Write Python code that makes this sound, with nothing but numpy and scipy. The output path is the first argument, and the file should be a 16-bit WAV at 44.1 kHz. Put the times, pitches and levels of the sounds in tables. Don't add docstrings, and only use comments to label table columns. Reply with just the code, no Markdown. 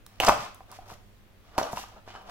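import sys
import numpy as np
from scipy import signal
from scipy.fft import rfft, irfft, next_fast_len
from scipy.io import wavfile
from scipy.ndimage import uniform_filter1d

SR = 44100
rng = np.random.default_rng(int(sys.argv[2]) if len(sys.argv) > 2 else 0)


def gain_from_db(level_db):
    decades = np.asarray(level_db, float) / 20
    return 10 ** decades


def log_audio(samples):
    frames = np.atleast_2d(samples).T
    limited = np.clip(frames, -1, 1)
    pcm = np.round(limited * 32767).astype(np.int16)
    wavfile.write(sys.argv[1], SR, pcm)


N = 101429
LAG = 4


def evened(x):
    return x / np.sqrt(np.mean(x ** 2) + 1e-20)


def peaked(x, db):
    return gain_from_db(db) * x / abs(x).max()


def read(points, hz):
    f, value = np.transpose(points)
    return np.interp(np.log(hz + 1), np.log(f + 1), value)


def add(mix, s, sound):
    part = mix[round(s * SR):][:len(sound)]
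    part += sound[:len(part)]


def resonate(x, hz, width):
    b, a = signal.iirpeak(min(hz, .45 * SR), max(hz / width, .3), SR)
    return signal.lfilter(b, a, x)


def colour(x, curve):
    size = next_fast_len(x.shape[-1])
    gain = gain_from_db(read(curve, np.fft.rfftfreq(size, 1 / SR)))
    return irfft(rfft(x, size) * gain, size)[..., :x.shape[-1]]


def at_ears(x):
    return np.array([np.roll(x, LAG), x])


def air():
    # (frequency [Hz], density [dB per Hz])
    hush = [(20, 2), (60, -22.5), (110, -23.5), (250, -21), (700, -27.5), (3000, -33.5), (8500, -45),
            (15500, -42)]
    # (frequency [Hz], likeness [-1..1])
    likeness = [(60, 0.31), (380, 0.48), (2380, 0.031), (15000, 0.01)]
    # (frequency [Hz], level [dB])
    hum_partials = [(49.5, -62.5), (100, -60.5), (199.5, -68)]
    hush_db, patch_db = -55, 1.0

    frames, hz = N // 256 + 5, np.fft.rfftfreq(1024, 1 / SR)
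    a, b, c, d, patches = rng.standard_normal((frames, 513, 5)).T
    patches = evened(uniform_filter1d(uniform_filter1d(patches, 12, 0), 14, 1))
    same = np.clip(read(likeness, hz), -1, 1)[:, None]
    left = a + 1j * b
    right = same * left + np.sqrt(1 - same ** 2) * (c + 1j * d)
    z = np.array([left, right]) * gain_from_db(read(hush, hz)[:, None] + patch_db * patches)
    noise = signal.istft(z, nperseg=1024, noverlap=768)[1][:, :N]
    hum = sum(gain_from_db(db) * evened(resonate(rng.standard_normal(N), f, 4.67)) for f, db in hum_partials)
    return gain_from_db(hush_db) * evened(noise) + hum


def rubs():
    # (start [s], length [s], hollow level [dB], hiss level [dB], grit level [dB])
    strokes = [(0.038, 0.35, -66.5, -66.5, -85), (0.205, 0.11, -30, -33.5, -46.5),
               (0.296, 0.063, -26.5, -42, -47.5), (0.357, 0.18, -45.5, -46, -58.5),
               (0.673, 0.12, -54.5, -62.5, -72), (0.715, 0.098, -56, -53.5, -61),
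               (0.776, 0.26, -57.5, -66.5, -73), (0.874, 0.11, -50.5, -53.5, -57),
               (1.42, 0.2, -64, -66.5, -89.5), (1.498, 0.45, -48.5, -56, -82), (1.587, 0.2, -40, -54, -59),
               (1.708, 0.069, -51, -56, -48.5), (1.748, 0.13, -47, -43.5, -47.5),
               (1.85, 0.2, -57.5, -67, -89.5), (1.957, .055, -50, -67, -95), (2.056, 0.14, -51.5, -54, -93),
               (2.122, 0.12, -48, -56.5, -79), (2.18, 0.1, -51, -66, -85), (2.245, 0.35, -42.5, -49, -64)]
    bursts = [
        (.261, 0.03, -27, -28, -41),
        (0.281, 0.035, -23, -29, -38),
        (1.5792, 0.04, -29, -37, -45),
    ]
    # (frequency [Hz], width [Hz], level [dB])
    cup_modes = [(330, 240, -7.5), (606.6, 81, -2.5), (730, 76, -1), (900, 190, -1.5), (1211, 165, -1),
                 (1536, 300, -7), (2050, 780, -18.5), (2600, 1200, -13.5)]
    # (frequency [Hz], density [dB per Hz])
    hiss = [(800, -35), (1600, 0.5), (3000, -2), (5500, -5), (8500, -17.5), (16000, -40)]
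    # (frequency [Hz], density [dB per Hz])
    grit = [(2500, -22), (6000, 2), (9000, -5.5), (12000, -1), (15500, -4)]
    slips_per_s, slip_spread_db, clump_db = 4000, 2.4, 2.2
    far_wall_db = -9
    hiss_same = 0.73
    stroke_skew = 0.59

    strength = gain_from_db(slip_spread_db * np.minimum(rng.exponential(1, N), 4))
    slips = strength * (rng.random(N) < slips_per_s / SR) * rng.standard_normal(N)

    walls = np.array([slips, slips[::-1]])
    near, far = sum((-1) ** k * gain_from_db(db) * evened(resonate(walls, hz, width))
                    for k, (hz, width, db) in enumerate(cup_modes))
    body = at_ears(near) + gain_from_db(far_wall_db) * np.array([far, -far])

    density = np.sqrt(uniform_filter1d(slips ** 2, 60).clip(0))
    noise = rng.standard_normal((3, N)) * (1.2 + evened(density))
    clumps = uniform_filter1d(uniform_filter1d(rng.standard_normal(N), 150), 150)
    noise = noise * gain_from_db(clump_db * evened(clumps))
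    noise = hiss_same * at_ears(noise[0]) + np.sqrt(1 - hiss_same ** 2) * noise[1:]

    power = np.zeros((N, 3))
    for s, length, *db in strokes + bursts:
        shape = np.sin(np.pi * np.linspace(0, 1, int(length * SR)) ** stroke_skew) ** 4
        add(power, s, shape[:, None] * gain_from_db(2 * np.array(db)))
    layers = body, colour(noise, hiss), colour(noise, grit)
    return sum(evened(x) * np.sqrt(p) for x, p in zip(layers, power.T))


def ticks():
    # (time [s], peak level [dB], lowest frequency [Hz])
    tick_table = [(.0642, -33, 3500), (.2012, -15, 2000), (.2074, -20, 7000), (.2486, -18, 4000),
                  (.2502, -23, 8000), (.235, -27, 3000), (.2697, -24, 3500), (.287, -16, 5000),
                  (.2888, -16, 7000), (.450, -36, 6000), (.5462, -36, 6000), (.7155, -31, 4200),
                  (1.074, -54, 2500), (1.1797, -54, 2500), (1.58, -17, 1500), (1.5848, -23, 3500),
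                  (1.6295, -37, 7000), (1.7245, -43, 4000), (1.768, -42, 9000), (1.821, -40, 9000),
                  (1.886, -46, 6000), (2.0772, -52, 1500), (2.2228, -49, 6500), (2.297, -44, 3000)]
    t60 = .009
    out, t = np.zeros(N), np.arange(600) / SR
    for (s, db, hz), noise in zip(tick_table, rng.standard_normal((len(tick_table), 600))):
        click = 2 * (t == 0)
        spit = signal.lfilter([1], [1, -.3], noise * gain_from_db(-60 * t / t60) + click)
        treble = signal.butter(4, hz, "high", fs=SR, output="sos")
        add(out, s, peaked(signal.sosfilt(treble, spit), db))
    return out


def pops():
    # (time [s], peak level [dB], hollow pitch [Hz], ring t60 [s], upper mode level [dB])
    pop_table = [(0.065, -43.5, 1220, 0.0055, -4), (.2016, -16.5, 640, 0.016, 1),
                 (.2052, -18.5, 565, 0.011, 7.5), (.2075, -15.5, 733, 0.014, -8),
                 (.2231, -23, 700, 0.011, -10), (0.2353, -15.5, 740, 0.016, 1),
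                 (.2495, -14.5, 846, 0.02, 3), (.264, -24, 760, 0.026, 6), (0.2789, -10, 680, 0.012, -20),
                 (0.2834, -1.5, 900, 0.0065, 3), (.2857, -14.5, 650, 0.032, -19),
                 (.2893, -14.5, 752, .03, -21), (0.2934, -9.5, 1050, .008, -8),
                 (0.2943, -1.5, 950, 0.0075, 4), (.2993, -13.5, 800, .02, -9),
                 (.3092, -19, 833, .015, -5.5), (.463, -35, 1066, 0.031, -9),
                 (0.6064, -36, 778, 0.024, -1.5), (.7235, -40.5, 1000, 0.019, -16),
                 (0.7883, -36, 745, 0.029, -24), (.833, -53.5, 822, 0.032, -15),
                 (0.902, -33, 1000, 0.0081, -4.5), (.918, -37.5, 730, 0.025, -6.5),
                 (1.564, -40.5, 730, 0.14, -14), (1.5803, -16, 616, 0.023, -4),
                 (1.5816, -13, 865, 0.039, -9), (1.5858, -14.5, 900, 0.022, -26),
                 (1.596, -20, 790, 0.0067, -8), (1.6141, -14.5, 670, 0.0099, 3),
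                 (1.6285, -24.5, 641, 0.043, -14), (1.651, -37, 850, 0.022, -10),
                 (1.7315, -22, 713, 0.027, -1.5), (1.7733, -23, 982, 0.018, -9.5),
                 (1.839, -32.5, 900, 0.013, 5), (1.965, -48, 660, 0.059, 3), (2.0773, -29.5, 595, 0.005, 9),
                 (2.087, -40, 960, 0.016, -12.5), (2.152, -29.5, 900, 0.0081, 5),
                 (2.16, -36, 1290, 0.034, -2), (2.287, -42.5, 685, 0.045, -9)]
    upper_ratio, crack_db, crack_t60 = 1.25, -27, 0.013
    hold = 1.5
    attack = 0.00033
    out, t = np.zeros(N), np.arange(3000) / SR
    for (s, db, hz, t60, upper_db), noise in zip(pop_table, rng.standard_normal((len(pop_table), 3000))):
        lower = np.sin(2 * np.pi * hz * t)
        upper = gain_from_db(upper_db - 30 * t / t60) * np.sin(2 * np.pi * hz * upper_ratio * t)
        ring = (lower + upper) * gain_from_db(-60 * (t / t60) ** hold) * np.minimum(t / attack, 1)
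        crack = gain_from_db(crack_db - 60 * t / crack_t60) * noise
        add(out, s, peaked(ring + crack, db))
    return out


def snaps():
    # (time [s], peak level [dB], pitch [Hz], t60 [s])
    snap_table = [(0.201, -9, 2790, 0.0066), (0.2008, -19, 4390, 0.0034), (0.2033, -19, 2800, 0.02),
                  (0.2148, -28, 3090, 0.029), (0.2192, -29, 2920, 0.012), (0.2345, -19.5, 1980, 0.0053),
                  (0.2486, -14, 5800, 0.0064), (0.264, -22, 7780, 0.02), (0.2683, -16.5, 4895, 0.04),
                  (0.269, -31, 8300, 0.014), (.272, -26, 4720, .025), (0.2865, -18.5, 6050, 0.012),
                  (0.285, -18, 2600, .04), (0.9045, -51, 3025, 0.067), (1.58, -16, 2475, 0.004),
                  (1.583, -26.5, 5740, 0.0083), (1.5853, -26, 4380, 0.012), (1.628, -33, 5770, 0.0086),
                  (1.6278, -33, 3630, 0.016), (1.6302, -26, 5600, 0.014), (1.633, -33.5, 3000, 0.034),
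                  (1.7295, -37, 7100, .012), (1.7725, -33, 2720, 0.018), (2.087, -53, 3000, 0.086),
                  (2.108, -45.5, 3030, 0.069), (2.15, -49, 3020, 0.22)]
    width = 0.42
    out, t = np.zeros(N), np.arange(5000) / SR
    for (s, db, hz, t60), noise in zip(snap_table, rng.standard_normal((len(snap_table), 5000))):
        fuzz = evened(resonate(noise, hz, 3 * width * hz))
        ring = np.sin(2 * np.pi * hz * t) + fuzz
        add(out, s, peaked(resonate(ring * gain_from_db(-60 * t / t60), hz, width * hz), db))
    return out


def thuds():
    # (time [s], peak level [dB], pitch [Hz])
    thud_table = [(.201, -34.5, 108), (0.237, -32.5, 96), (0.286, -19, 119), (0.292, -13, 320),
                  (0.302, -31.5, 61.3), (0.344, -36.5, 120.7), (.392, -35.5, 136), (.425, -41, 171),
                  (0.922, -44.5, 130), (1.581, -36, 168.3), (1.583, -19, 306), (1.733, -31, 163),
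                  (1.735, -37, 250), (1.775, -41.5, 135)]
    out = np.zeros(N)
    for s, db, hz in thud_table:
        turns = np.arange(0, 6, hz / SR)
        push = np.sin(2 * np.pi * turns) * np.exp(-turns / 1.6 * 2)
        add(out, s, peaked(push, db))
    return out


def room(x):
    # (frequency [Hz], t60 [s])
    decay = [(100, 0.31), (700, 0.45), (3000, 0.55), (12000, 0.35)]
    taps = np.zeros((2, SR))
    at = np.arange(120, SR - 20, 20) + rng.integers(0, 20, (2, (SR - 121) // 20))
    np.put_along_axis(taps, at, rng.choice([-1., 1.], at.shape), 1)
    hz, t, z = signal.stft(taps, SR, nperseg=256)
    tail = signal.istft(z * gain_from_db(-60 * t / read(decay, hz)[:, None]), SR, nperseg=256)[1]
    shared = colour(tail[0], [(500, -2.0), (3000, -27.5)])
    tail[1] = shared + colour(tail[1], [(200, -1), (2000, 3.1)])
    tail = tail / np.linalg.norm(tail, axis=1, keepdims=True)
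    return signal.fftconvolve(x[None], tail, axes=1)[:, :N]


def scene():
    snap, tick = snaps(), ticks()
    sharp = np.array([np.roll(snap, LAG // 2) + np.roll(tick, LAG // 4), snap + tick])
    cup = at_ears(pops() + thuds()) + rubs() + gain_from_db([[-2.4], [1.4]]) * sharp
    return cup + gain_from_db(-8) * room(cup[1]) + air()


def top_cut(x):
    return signal.sosfilt(signal.butter(12, 16970, fs=SR, output="sos"), x)


def record(dry):
    # (frequency [Hz], level [dB])
    left_colour = [(40, -4), (300, 0.5), (3000, 0.5), (8000, -1), (15000, -1)]
    x = np.array([colour(dry[0], left_colour), dry[1]])
    x = 1.1 * np.tanh(x / 1.1)
    low_pass = signal.firwin(255, 15950, window=("kaiser", 8), fs=SR)
    x = signal.oaconvolve(x, low_pass[None], "same")
    return top_cut(x)


dry = scene()
out = record(dry)
log_audio(out)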